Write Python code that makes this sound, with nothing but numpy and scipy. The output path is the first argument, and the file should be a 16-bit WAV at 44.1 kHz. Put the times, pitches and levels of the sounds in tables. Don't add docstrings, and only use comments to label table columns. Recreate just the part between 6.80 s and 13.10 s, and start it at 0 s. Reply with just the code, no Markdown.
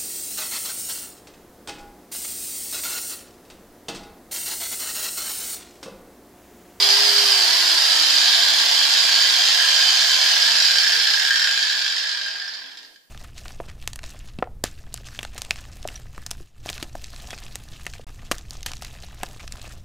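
import sys
import numpy as np
from scipy import signal
from scipy.fft import rfft, irfft, next_fast_len
from scipy.io import wavfile
from scipy.ndimage import uniform_filter1d

SR = 44100
rng = np.random.default_rng(int(sys.argv[2]) if len(sys.argv) > 2 else 0)


def put_to_file(sound):
    columns = np.atleast_2d(sound).T
    safe = np.clip(columns, -1, 1)
    whole_steps = np.round(safe * 32767)
    wavfile.write(sys.argv[1], SR, whole_steps.astype(np.int16))


N = 277830
TIME_S = np.arange(N) / SR
TAPS = 16384
GRID_HZ = np.fft.rfftfreq(TAPS, 1 / SR)
WIDE_FFT = next_fast_len(N + TAPS)
WIDE_GRID_HZ = np.fft.rfftfreq(WIDE_FFT, 1 / SR)
FULL_RPS = 408

# start_s, level_db, disc_offset_db
KNOCKS = [(0.0243, -6, -23), (0.0887, -7, -29), (0.1026, -5, -25), (1.7315, -12, -10), (2.7993, -13.5, 5),
          (3.7067, -10, -23), (3.7466, -18, -9), (3.801, -6, -21), (3.8219, -7.5, -25), (3.848, -10, -22),
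          (3.9407, -13, -23), (3.983, -7, -28), (4.0673, -12.5, 3), (4.121, -15, 1.5), (4.19, -18, -18),
          (4.213, -15, -12), (4.266, -15, -7), (4.3015, -11, -11), (4.3352, -8.5, -19), (4.362, -13, -15),
          (4.3964, -9, -20), (4.4194, -10.5, -5), (4.4498, -9, -1), (4.472, -8.5, -9), (4.507, -11.5, 5),
          (4.5316, -12.5, -6), (4.558, -8.5, -7), (4.5953, -7, -4), (4.6174, -10, 2), (4.6414, -9, -23),
          (4.6732, -10, 2), (4.708, -12, -9), (4.741, -17, -4), (4.775, -9.5, -1), (4.809, -12, -18),
          (4.8277, -10.5, -6), (4.8694, -15, 2), (4.8811, -10, -21), (4.896, -13, -14), (4.924, -14, -16),
          (4.9507, -15, -17), (4.976, -17, -12), (5.0156, -12.5, -6), (5.0457, -14.5, -4),
          (5.062, -11, -14), (5.0792, -11.5, -8), (5.0986, -13, -8), (5.109, -21, -18), (5.1647, -12, -26),
          (5.1807, -13, -21), (5.229, -17, -10), (5.2702, -16, -8), (5.2917, -15, -6), (5.314, -15, -18),
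          (5.3268, -16, -22), (5.3724, -19, 0), (5.4123, -21, 3), (5.433, -21, -13), (5.444, -20, -16),
          (5.4619, -19, 2), (5.482, -20, 1), (5.538, -24, -17), (5.616, -24, 3), (5.6453, -24, -3),
          (5.6623, -27, -7), (5.6785, -22.5, 0.5), (5.69, -28, -1), (5.7074, -29, -14),
          (5.7364, -23.5, -19), (5.7486, -25, -11), (5.769, -32, -16), (5.8182, -31.5, 4),
          (5.8598, -30, -20), (5.911, -35, -2), (5.917, -33, -4), (5.928, -39, -10), (5.9722, -25.5, -21),
          (5.987, -32, -16), (6.0292, -32, -15), (6.0484, -35, -3), (6.054, -40, -12), (6.077, -48, -14),
          (6.143, -44, -17), (6.1593, -38, -2.5)]
# freq_hz, level_db
CASE_SLOW = [(200, -58), (700, -39), (1300, -14), (2200, -8), (2800, -5.5), (3600, -3), (4200, -0.5),
             (4900, 1), (5500, -7), (6000, -11.5), (7300, -11.5), (8500, -20), (11000, -24), (15000, -27.5)]
# freq_hz, width_hz, level_db (relative to the case spectrum)
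CASE_MODES = [(2400, 60, -1), (3095, 45, 7), (3175, 60, 1), (3370, 55, 3), (3447, 30, 1), (4226, 45, -2),
              (4684, 40, -1), (4890, 120, -1), (5374, 24, 9), (5673, 30, 1), (6778, 45, 2), (7035, 80, 2),
              (8375, 70, 1), (12000, 500, 0)]


def gain_of(db):
    return 10 ** (np.asarray(db) / 20)


def curve_at(points, hz):
    freq_hz, value = np.transpose(points)
    return np.interp(np.log(hz + 1), np.log(freq_hz + 1), value)


def mode_power(modes):
    return sum(gain_of(db) ** 2 / (1 + (2 * (GRID_HZ - hz) / width_hz) ** 2)
               for hz, width_hz, db in modes)


def impulse_response(gain):
    log_gain = np.log(np.maximum(gain / gain.max(), 1e-5))
    mirrored = np.r_[log_gain, log_gain[-2:0:-1]]
    response = np.fft.ifft(np.exp(np.conj(signal.hilbert(mirrored)))).real
    return response / np.linalg.norm(response)


def through(force, response):
    return signal.oaconvolve(force, response)[:N]


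def equalised(x, gain):
    return irfft(rfft(x, WIDE_FFT) * gain, WIDE_FFT)[..., :N]


def coloured_noise(spectrum):
    return through(rng.standard_normal(N), impulse_response(gain_of(curve_at(spectrum, GRID_HZ))))


def wander(corner_hz):
    coarse_s = TIME_S[::100]
    count = len(coarse_s)
    rolloff = 1 + (np.fft.rfftfreq(count, coarse_s[1]) / corner_hz) ** 4
    drift = irfft(rfft(rng.standard_normal(count)) / rolloff, count)
    return np.interp(TIME_S, coarse_s, drift / np.sqrt(np.mean(drift ** 2)))


def steadied(x, samples):
    power = uniform_filter1d(uniform_filter1d(x ** 2, samples), samples)
    return x / np.sqrt(np.maximum(power, 1e-6))


def add(mix, start_s, sound):
    part = mix[max(round(start_s * SR), 0):][:len(sound)]
    part += sound[:len(part)]


def power_law_db(rps, full_db, db_per_decade):
    return full_db + db_per_decade * np.log10(rps / FULL_RPS)


def plateau_db(rps, top_db, knee_rps, power):
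    return top_db - 10 * np.log10(1 + (knee_rps / rps) ** power)


def humps_db(rps, humps):
    return sum(db * np.exp(-((rps - centre_rps) / width_rps) ** 2) for centre_rps, width_rps, db in humps)


def background(air_db=-62.5, rumble_db=-69, rumble_mid_s=4.78, rumble_half_s=1.05, bump_s=.052):
    air_spectrum = [(30, -6), (70, -29), (150, -18), (230, -10.5), (380, -13), (700, -14), (1500, -21),
                    (5000, -21), (15000, -20)]
    low_spectrum = [(20, -5), (110, -2.5), (170, -1), (400, -31)]
    bumps = [(0.565, -69), (1.713, -59), (2.242, -63), (2.301, -63), (2.39, -68), (2.609, -64), (2.67, -66),
             (2.803, -64), (2.951, -62), (3.05, -59), (3.259, -63), (3.394, -62), (3.528, -68),
             (3.819, -70), (3.959, -66), (4.04, -64), (4.197, -67), (4.999, -72)]
    swell = np.exp(-((TIME_S - rumble_mid_s) / rumble_half_s) ** 4)
    envelope = swell * gain_of(rumble_db + 2 * wander(6.2))
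    for start_s, level_db in bumps:
        add(envelope, start_s, gain_of(level_db) * signal.windows.tukey(round(bump_s * SR)))
    rumble = steadied(coloured_noise(low_spectrum), samples=1500) * envelope
    air = np.array([coloured_noise(air_spectrum) for _ in range(2)])
    return gain_of(air_db) * air + rumble


def reflections(early_db=2, early_s=.0077):
    decay = [(200, 0.31), (1600, 0.71), (5000, 0.53), (15000, 0.033)]
    t = TIME_S[:TAPS]
    taps = rng.choice([-1., 1.], (2, TAPS)) * (rng.random((2, TAPS)) < .2) * (t > .0005)
    taps *= 1 + gain_of(early_db) * np.exp(-t / early_s)
    band_hz, frame_s, bands = signal.stft(taps, SR, nperseg=256)
    bands *= gain_of(-60 * frame_s / curve_at(decay, band_hz)[:, None])
    bands /= np.linalg.norm(bands, axis=-1, keepdims=True)
    tail = signal.istft(bands, SR, nperseg=256)[1]
    return tail / np.linalg.norm(tail, axis=-1, keepdims=True)


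def room(x, block=6144, pose_count=12):
    direct = [(300, .65), (2500, .37)]
    poses = [reflections() for _ in range(pose_count)]
    hop = block // 2
    padded = np.pad(x, (hop, block))
    wet = np.zeros((2, N + block))
    for start in range(0, N + hop, hop):
        piece = padded[start:start + block] * signal.windows.cosine(block)
        for side, tail in zip(wet, poses[start // hop % pose_count]):
            add(side, start / SR, signal.fftconvolve(piece, tail))
    share = curve_at(direct, WIDE_GRID_HZ)
    return equalised(x, np.sqrt(share)) + equalised(wet[:, hop:hop + N], np.sqrt(1 - share))


def rotor_rps(start_rps=400, low_rps=250, dial_s=.44, lag_s=.96, off_s=3.46,
              friction_rps_per_s=69, drag_per_s=.22):
    rising = FULL_RPS - (FULL_RPS - start_rps) * np.maximum(1 - TIME_S / dial_s, 0) ** 2
    dialled_s = np.clip(TIME_S, dial_s, off_s) - dial_s
    driven = low_rps + (rising - low_rps) * np.exp(-dialled_s / lag_s)
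    coasted_s = np.maximum(TIME_S - off_s, 0)
    brake_rps = friction_rps_per_s / drag_per_s
    return np.maximum((driven + brake_rps) * np.exp(-drag_per_s * coasted_s) - brake_rps, .1)


def bearing_murmur(rps, fade_rps=2.5):
    spectrum = [(60, -29.5), (150, -28), (230, 2), (380, -1.5), (700, -4), (1500, -29), (6000, -11),
                (15000, -19)]
    level_db = power_law_db(rps, full_db=-57.5, db_per_decade=1)
    return coloured_noise(spectrum) * gain_of(level_db) * np.minimum(rps / fade_rps, 1)


def ball_tone(rps, angle, passes_per_turn=2.57):
    modes = [(505, 14, -50), (446, 14, -49)]
    pitch_hz = passes_per_turn * rps
    envelope = sum(gain_of(db) * np.exp(-((pitch_hz - hz) / width_hz) ** 2) for hz, width_hz, db in modes)
    return envelope * np.sin(passes_per_turn * angle)


def disc_wobble(rps, angle, gear_ratio=3):
    return gain_of(power_law_db(rps, full_db=-56, db_per_decade=204)) * np.sin(2 / gear_ratio * angle)


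def rotor_hum(rps, angle):
    standing_waves = [(420, 14, 7.5), (368, 10, -5.5), (334, 4, -33), (252, 10, -13), (220, 13, 12),
                      (188, 12, -10)]
    level_db = power_law_db(rps, full_db=-41, db_per_decade=94) + humps_db(rps, standing_waves)
    return gain_of(level_db) * np.sin(angle)


def whine(rps, angle, fan_db, bars=24, whistle_order=31, silent_rps=175, singing_rps=225):
    overtones = [(2, -27.5), (3, -18), (4, -15), (5, -22), (12, -5.5)]
    housing_mode = [(5920, 480, -32)]
    commutator_db = np.interp(bars * rps, GRID_HZ, 10 * np.log10(mode_power(housing_mode)))
    whistle_db = power_law_db(rps, full_db=-45, db_per_decade=42)
    case_lift_db = 10 * np.log10(1 + mode_power(CASE_MODES))
    tones = [(order, fan_db + db + np.interp(order * rps, GRID_HZ, case_lift_db), 4.5)
             for order, db in overtones]
    tones += [(bars, commutator_db, 1.5), (whistle_order, whistle_db, 1.5)]
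    stereo = np.zeros((2, N))
    for order, level_db, flutter_db in tones:
        for side in stereo:
            envelope = gain_of(level_db + flutter_db * np.minimum(wander(7), 1))
            side += envelope * np.sin(order * angle + .5 * wander(7.1))
    return stereo * np.clip((rps - silent_rps) / (singing_rps - silent_rps), 0, 1)


def motor(rps, fan_db, waver=.00049):
    angle = 2 * np.pi * np.cumsum(rps * (1 + waver * wander(14))) / SR
    low_tones = rotor_hum(rps, angle) + disc_wobble(rps, angle) + ball_tone(rps, angle)
    return np.sqrt(2) * (low_tones + whine(rps, angle, fan_db))


def fan(level_db):
    spectrum = [(60, -57), (150, -40), (200, -38), (260, -14.5), (350, -11), (480, -5.5), (600, -1.5),
                (690, 6), (800, 2.5), (980, 4.5), (1200, 0.5), (2000, 7.5), (5000, -23), (15000, -57)]
    return coloured_noise(spectrum) * gain_of(level_db)


def case_ring(spectrum):
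    return impulse_response(gain_of(curve_at(spectrum, GRID_HZ)) * np.sqrt(1 + mode_power(CASE_MODES)))


def disc_ring():
    spectrum = [(600, -33), (1200, -15), (1500, -2.5), (1800, -3.5), (2200, -5.5), (4000, -50), (5400, -15),
                (7000, -2)]
    modes = [(1440, 30, -11), (1615, 30, -1), (1650, 70, -2.5), (1728, 40, -6), (1762, 38, -4),
             (1890, 60, -16), (5374, 26, -4)]
    return impulse_response(gain_of(curve_at(spectrum, GRID_HZ)) * np.sqrt(mode_power(modes)))


def tooth_skid(skid_s, corner_hz):
    t = TIME_S[:512]
    force = rng.choice([-1., 1.], len(t)) * np.exp(-t / skid_s)
    force = signal.lfilter(*signal.butter(2, corner_hz, fs=SR), force)
    return force / np.linalg.norm(force)


def steel_on_steel(force, corner_hz=3300):
    return np.sqrt(2) * signal.lfilter(*signal.butter(2, corner_hz, "high", fs=SR), force)


def softened(force, rps, firm_rps=150, corner_hz=6800):
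    firm = np.clip(rps / firm_rps, 0, 1)
    dull = signal.filtfilt(*signal.butter(2, corner_hz, fs=SR), force)
    return firm * force + (1 - firm) * dull


def tooth_contact(flight_s=.012, dip_db=-3.5):
    apart = np.zeros(N)
    for start_s, _, _ in KNOCKS:
        add(apart, start_s - flight_s, signal.windows.tukey(round(flight_s * SR), .25))
    return gain_of(dip_db * np.minimum(apart, 1))


def band_swells(x, rps):
    swells = [(5300, 300, 185, 45, 6.5), (5374, 70, 285, 22, -3), (3250, 500, 108, 22, 2.5),
              (3250, 600, 352, 22, -3), (4000, 900, 185, 10, -4), (4200, 1200, 140, 15, -1.5),
              (7000, 2000, 180, 35, -2), (4820, 350, 45, 18, 4), (7200, 1500, 30, 30, -3),
              (4800, 550, 400, 35, 2), (3700, 1100, 400, 40, -1), (3600, 1100, 305, 17, 2.5),
              (6300, 1800, 311, 10, 2), (4850, 600, 150, 38, -3), (4000, 700, 166, 8, 3.5),
              (3200, 600, 38, 8, -3), (3150, 450, 22, 6, 3.5), (3150, 450, 268, 12, 2)]
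    for freq_hz, width_hz, *hump in swells:
        band = signal.lfilter(*signal.iirpeak(freq_hz, freq_hz / width_hz, fs=SR), x)
        x = x + band * (gain_of(humps_db(rps, [hump])) - 1)
    return x


def rim_pings(pitch_hz=5376, t60_s=.12):
    blows = [(4.395, -24), (4.45, -19), (4.557, -20), (4.573, -25), (4.617, -29), (4.707, -25),
             (5.079, -29), (5.098, -28), (5.165, -30), (5.181, -31), (5.313, -31), (5.479, -29),
             (5.506, -30), (5.678, -30), (5.737, -35), (5.848, -48), (6.014, -50), (6.143, -58)]
    pings, t = np.zeros(N), TIME_S[:TAPS]
    for start_s, level_db in blows:
        add(pings, start_s, gain_of(level_db - 60 * t / t60_s) * np.sin(2 * np.pi * pitch_hz * t))
    return pings


def knocks(case_db=12, disc_db=16.5):
    on_case, on_disc = np.zeros((2, N))
    for start_s, level_db, disc_offset_db in KNOCKS:
        add(on_case, start_s, gain_of(level_db + case_db) * tooth_skid(skid_s=.0039, corner_hz=6000))
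        add(on_disc, start_s, gain_of([level_db + disc_db + disc_offset_db]))
    return through(steel_on_steel(on_case), case_ring(CASE_SLOW)) + through(on_disc, disc_ring())


def backlash(rps, base_per_s=40, per_turn=.18, uneven_above_rps=200, spread_db=2):
    force, start_s = np.zeros(N), 0
    for gap, size in rng.standard_normal((700, 2)):
        add(force, start_s, gain_of(spread_db * min(size, 1)) * tooth_skid(skid_s=.0028, corner_hz=6500))
        now_rps = rps[min(int(start_s * SR), N - 1)]
        jitter = .36 if now_rps > uneven_above_rps else .2
        start_s += np.exp(jitter * gap) / (base_per_s + per_turn * now_rps)
    return steadied(force, samples=5000)


def gear_chatter(rps, teeth=12, sliding_per_s=1800, slow_rps=235, fast_rps=400):
    case_fast = [(200, -107), (700, -15), (1400, -36), (2200, -16.5), (2900, -7.5), (3600, -6.5),
                 (4300, -3), (4900, -1.5), (5400, -9), (6000, -14.5), (7300, -17), (8500, -19.5),
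                 (11000, -24), (15000, -28)]
    shudder = [(139, 17.4, 4.5)]
    shudder_db = humps_db(rps, shudder)
    contact_loss_db = .29 * shudder_db
    tight_db = -10 * (rps / FULL_RPS) ** 3.1
    case_db = plateau_db(rps, top_db=-17.5, knee_rps=140, power=3.04) - contact_loss_db
    disc_db = plateau_db(rps, top_db=-29.5, knee_rps=102, power=2.94) + shudder_db + tight_db

    contact = tooth_contact()
    touches = rng.random(N) < (teeth * rps + sliding_per_s) / SR
    mesh = steadied(rng.standard_normal(N) * touches, samples=1000) * contact
    bounce = backlash(rps) * contact
    easing = 1 - .25 * np.clip(1 - rps / slow_rps, 0, 1)
    case_share, disc_share = .17 * easing, .71 * easing
    on_case = np.sqrt(1 - case_share) * mesh + np.sqrt(case_share) * steel_on_steel(bounce)
    on_disc = np.sqrt(1 - disc_share) * mesh + np.sqrt(disc_share) * bounce
    on_case = softened(on_case, rps) * gain_of(case_db)

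    hardness = np.clip((rps - slow_rps) / (fast_rps - slow_rps), 0, 1)
    hard_ring = through(on_case * hardness, case_ring(case_fast))
    soft_ring = through(on_case * (1 - hardness), case_ring(CASE_SLOW))
    return hard_ring + soft_ring + through(on_disc * gain_of(disc_db), disc_ring())


def scene():
    rps = rotor_rps()
    fan_db = power_law_db(rps, full_db=-28, db_per_decade=18.5)
    gearbox = band_swells(gear_chatter(rps) + knocks(), rps) + rim_pings()
    return room(gearbox + fan(fan_db) + bearing_murmur(rps)) + motor(rps, fan_db) + background()


def record(dry, ceiling=.95, cutoff_hz=15480):
    balance = [(60, -1), (92, 13), (140, -5), (210, 2), (330, -1), (500, -0.5), (770, 0), (1170, 0.5),
               (1790, -2), (2740, 0.5), (4190, -3.5), (6410, -4.5), (9810, 0), (15000, -4)]
    balance_db = curve_at(balance, WIDE_GRID_HZ)
    coloured = equalised(dry, gain_of(np.array([balance_db, -balance_db]) / 2))
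    rounded = coloured / (1 + (abs(coloured) / ceiling) ** 8) ** (1 / 8)
    lowpass = signal.firwin(511, cutoff_hz, window=("kaiser", 9), fs=SR)
    return signal.oaconvolve(rounded, lowpass[None], "same")


dry = scene()
out = record(dry)
put_to_file(out)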